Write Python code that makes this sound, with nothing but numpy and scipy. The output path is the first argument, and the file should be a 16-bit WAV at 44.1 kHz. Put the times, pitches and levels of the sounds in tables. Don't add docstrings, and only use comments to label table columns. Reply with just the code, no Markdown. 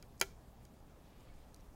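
import sys
import numpy as np
from scipy import signal
from scipy.io import wavfile

SR = 44100
rng = np.random.default_rng(int(sys.argv[2]) if len(sys.argv) > 2 else 0)


def volts_from_decibels(level):
    exponent = np.asarray(level, float) / 20
    return 10 ** exponent


def dump_mix(stems):
    frames = np.atleast_2d(stems).T
    limited = np.clip(frames, -1, 1)
    pcm = np.round(limited * 32767).astype(np.int16)
    wavfile.write(sys.argv[1], SR, pcm)


N = 77175
HISS_TOP_HZ = 15850

# (frequency [Hz], level [dB], decay by 60 dB [s])
GLASS_MODES = [(4100, -12, .006), (4950, 0, .007), (5750, -11, .005), (6450, -2, .008), (7150, -4, .006),
               (8400, -13, .004), (9700, -6, .005), (10600, -7, .005), (12200, -8, .004), (13700, -8, .004),
               (15100, -7, .004)]
# (frequency [Hz], level [dB], decay by 60 dB [s])
BODY_MODES = [(387, -39, .125), (500, -42.5, .1), (660, -46, .12), (800, -46, .07), (1365, -36, .045),
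              (1440, -31, .03), (1575, -40, .06), (1715, -40, .05), (1972, -38.5, .05), (2215, -33.5, .042),
              (2355, -30.5, .04), (2585, -45, .045), (3065, -38, .045), (3250, -35, .045)]
CONTACT_TIMES = [.1967, .2002, .2129, .2239, .2305, .2356, .0258, .1788, .6519, .7380, .8016, 1.2066,
                 1.3400, 1.5443, 1.5619, 1.5728, 1.6075, 1.6010]
# (click peak [dB], knock on the dish [dB], loss of the top when soft [dB])
CONTACT_STRENGTH = [(-44, -50, 9), (-32, -40, 9), (-15, 0, 0), (-31, -11, 4), (-44, -20, -2),
                    (-50, -28, -3), (-43, -35, 6), (-61, -55, 4), (-50, -42, 3), (-60, -50, 6),
                    (-65, -55, 3), (-56, -48, 8), (-63, -50, 3), (-43, -48, 5), (-51, -48, 9),
                    (-66, -55, 3), (-57, -55, 6), (-62, -55, 6)]
# (pitch of the glass [ratio], favoured frequency [Hz])
CONTACT_PLACE = [(1.12, 7300), (1.12, 9900), (1, 5500), (1, 6450), (1, 10000), (1, 13000), (1, 4900),
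                 (1, 6000), (1, 9000), (1, 8000), (1, 8000), (1, 8500), (1, 4000), (.9, 10200), (.98, 5600),
                 (.98, 5600), (.885, 5700), (.885, 5000)]
# (frequency [Hz], decay by 60 dB [s])
ROOM_DECAY = [(300, .25), (1500, .3), (5000, .36), (14000, .22)]
# (frequency [Hz], level [dB])
ECHO_COLOUR = [(2500, -14), (4500, -2), (6500, 0), (8300, -7), (10000, -5), (15000, -10)]
# (time [s], frequency [Hz], level [dB], length [s])
FAR_SQUEAKS = [
    (1.30, 2215, -73, .018),
    (1.33, 1720, -79, .03),
    (1.13, 2350, -81, .02),
    (1.27, 4410, -87, .08),
    (1.13, 2900, -86, .08),
]
# (frequency [Hz], density [dB per Hz])
AIR_SPECTRUM = [(20, 4), (70, -3.5), (210, -8.5), (399, -15.5), (780, -17.5), (1760, -31.5), (5000, -37.5),
                (16000, -40.5)]
# (frequency [Hz], level [dB])
MAINS_HUM = [
    (59.3, -69),
    (118.6, -74),
]


def at_hz(points, hz):
    table_hz, value = np.transpose(points)
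    return np.interp(np.log(hz), np.log(table_hz), value)


def rms_one(x):
    return x / np.sqrt(np.mean(x ** 2) + 1e-20)


def unit_energy(x):
    return x / np.linalg.norm(x)


def drift(rate):
    r = np.exp(-80 * np.pi * rate / SR)
    slow = signal.lfilter([1], [1, -2 * r, r * r], rng.standard_normal(N // 40 + 2002))[2000:]
    return np.interp(np.arange(N) / 40, np.arange(len(slow)), rms_one(slow - slow.mean()))


def band_pass(x, low_hz, high_hz):
    return signal.sosfilt(signal.butter(2, [low_hz, high_hz], "band", fs=SR, output="sos"), x)


def cut_top(x, order, hz):
    return signal.sosfilt(signal.ellip(order, .3, 60, hz, fs=SR, output="sos"), x)


def bands(x):
    edges = 14 * 2 ** np.arange(0, 10.6, .5)
    pairs = enumerate(zip(edges, edges[1:]))
    return [(np.sqrt(lo * hi), band_pass(x[k % 2], lo, hi)) for k, (lo, hi) in pairs]


def impulses(level_db):
    out = np.zeros(N)
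    out[(np.array(CONTACT_TIMES) * SR).astype(int)] = volts_from_decibels(level_db)
    return out


def strike(times, level_db, dull_db, favour_hz, modes, rise_s):
    spread_db, favour_lift_db, favour_width = 2, 6, .12
    top_hz, even_per_db = 13000, .05
    out = np.zeros(N)
    luck = rng.standard_normal((len(times), len(modes)))
    luck *= (level_db < level_db.max())[:, None]
    for k, ((hz, mode_db, t60), own) in enumerate(zip(modes, luck.T)):
        favour = np.exp(-(np.log(hz / favour_hz) / favour_width) ** 2)
        lift_db = favour_lift_db * (dull_db != 0) * favour
        evening = even_per_db * (mode_db + 18) * (hz > GLASS_MODES[0][0])
        loss_db = dull_db * ((hz > top_hz) + evening)
        ring = np.full(N, 1e-18)
        hit = volts_from_decibels(level_db + mode_db + spread_db * own + lift_db - loss_db)
        ring[(times * SR).astype(int)] = hit * (-1) ** k
        w = 2 * np.pi * hz / SR
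        r = volts_from_decibels(-60 / (t60 * SR))
        q = np.exp(-1 / (rise_s * SR))
        ring = signal.lfilter([0, np.sin(w)], [1, -2 * r * np.cos(w), r * r], ring)
        out += signal.lfilter([(1 - q * q) / 2, 0, (q * q - 1) / 2], [1, -2 * q * np.cos(w), q * q], ring)
    return out


def glass_clicks():
    click_db, _, dull_db = np.transpose(CONTACT_STRENGTH)
    ratio, favour_hz = np.transpose(CONTACT_PLACE)
    contacts = np.array([CONTACT_TIMES, click_db, dull_db, favour_hz])
    click = np.zeros(N)
    for pitch in np.unique(ratio):
        modes = np.array(GLASS_MODES) * [pitch, 1, 1]
        click += strike(*contacts[:, ratio == pitch], modes, rise_s=.00006)
    return click * volts_from_decibels(click_db.max()) / np.abs(click).max()


def body_knock():
    _, knock_db, dull_db = np.transpose(CONTACT_STRENGTH)
    favour_hz = np.transpose(CONTACT_PLACE)[1]
    return strike(np.array(CONTACT_TIMES), knock_db + 1.5, dull_db, favour_hz, BODY_MODES, rise_s=.0009)


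def dish_push_and_thud():
    push_db, thud_db, thud_t60_s = -2, -27.5, .04
    blows = impulses(np.transpose(CONTACT_STRENGTH)[1])
    push = band_pass(blows, 110, 1800)
    t = np.arange(SR // 2) / SR
    thud = band_pass(rng.standard_normal(len(t)) * volts_from_decibels(-60 * t / thud_t60_s), 600, 3300)
    thud = signal.fftconvolve(blows, thud / np.abs(thud).max())[:N]
    return volts_from_decibels(push_db) * push + volts_from_decibels(thud_db) * thud


def room_answer(knock):
    room_db, room_gap_s, knock_to_room_db = -12, .008, -15
    early_db, early_gap_s, early_t60_s = 0.2, .0009, .021
    click_db, _, dull_db = np.transpose(CONTACT_STRENGTH)
    t = np.arange(SR // 2) / SR
    late, bright, early = np.zeros(len(t)), np.zeros(len(t)), np.zeros(len(t))
    for hz, band in bands(rng.standard_normal((2, len(t)))):
        tail = band * volts_from_decibels(-60 * t / at_hz(ROOM_DECAY, hz)) * np.clip(t / room_gap_s - 1, 0, 1)
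        late += tail
        if hz > 2000:
            bright += tail * volts_from_decibels(at_hz(ECHO_COLOUR, hz))
    for hz, band in bands(rng.standard_normal((2, len(t)))):
        if hz > 2000:
            early += band * volts_from_decibels(at_hz(ECHO_COLOUR, hz))
    early *= volts_from_decibels(-60 * t / early_t60_s) * np.clip(t / early_gap_s - 1, 0, 1)
    click_echo = volts_from_decibels(room_db) * unit_energy(bright) + volts_from_decibels(early_db) * unit_energy(early)
    wet = signal.fftconvolve(impulses(click_db - .5 * dull_db), click_echo)
    wet += volts_from_decibels(room_db + knock_to_room_db) * signal.fftconvolve(knock, unit_energy(late))
    return cut_top(wet, 8, HISS_TOP_HZ)[:N]


def marbles():
    knock = body_knock()
    return glass_clicks() + knock + dish_push_and_thud() + room_answer(knock)


def far_off():
    peak_s, width_s, level_db = 1.26, 0.24, -75
    t = np.arange(N) / SR
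    noise = rms_one(band_pass(rng.standard_normal(N), 965, 4200))
    swell = np.exp(-.5 * ((t - peak_s) / width_s) ** 2)
    out = volts_from_decibels(level_db + 1.8 * drift(19)) * noise * swell
    for s, hz, db, length in FAR_SQUEAKS:
        envelope = np.exp(-.5 * (2 * (t - s) / length) ** 2)
        out += np.sqrt(2) * volts_from_decibels(db) * envelope * np.sin(2 * np.pi * hz * t)
    return out


def air():
    floor_db, patchy_db, waver_db = -57, 1.48, 2.65
    lead_in = SR // 2
    noise = np.zeros(N)
    for hz, band in bands(rng.standard_normal((2, N + lead_in))):
        noise += band[lead_in:] * volts_from_decibels(at_hz(AIR_SPECTRUM, hz) + patchy_db * drift(12.5))
    t = np.arange(N) / SR
    hum = np.zeros(N)
    for hz, db in MAINS_HUM:
        hum += np.sqrt(2) * volts_from_decibels(db + waver_db * drift(4.9)) * np.sin(2 * np.pi * hz * t)
    return volts_from_decibels(floor_db) * rms_one(noise) + hum


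def scene():
    background = cut_top(far_off() + air(), 12, HISS_TOP_HZ)
    return (marbles() + background)[None]


def roll_off(x):
    return signal.sosfilt(signal.butter(12, 16670, fs=SR, output="sos"), x)


def record(dry):
    mix = cut_top(dry, 10, 16400)
    return roll_off(mix)


dry = scene()
out = record(dry)
dump_mix(out)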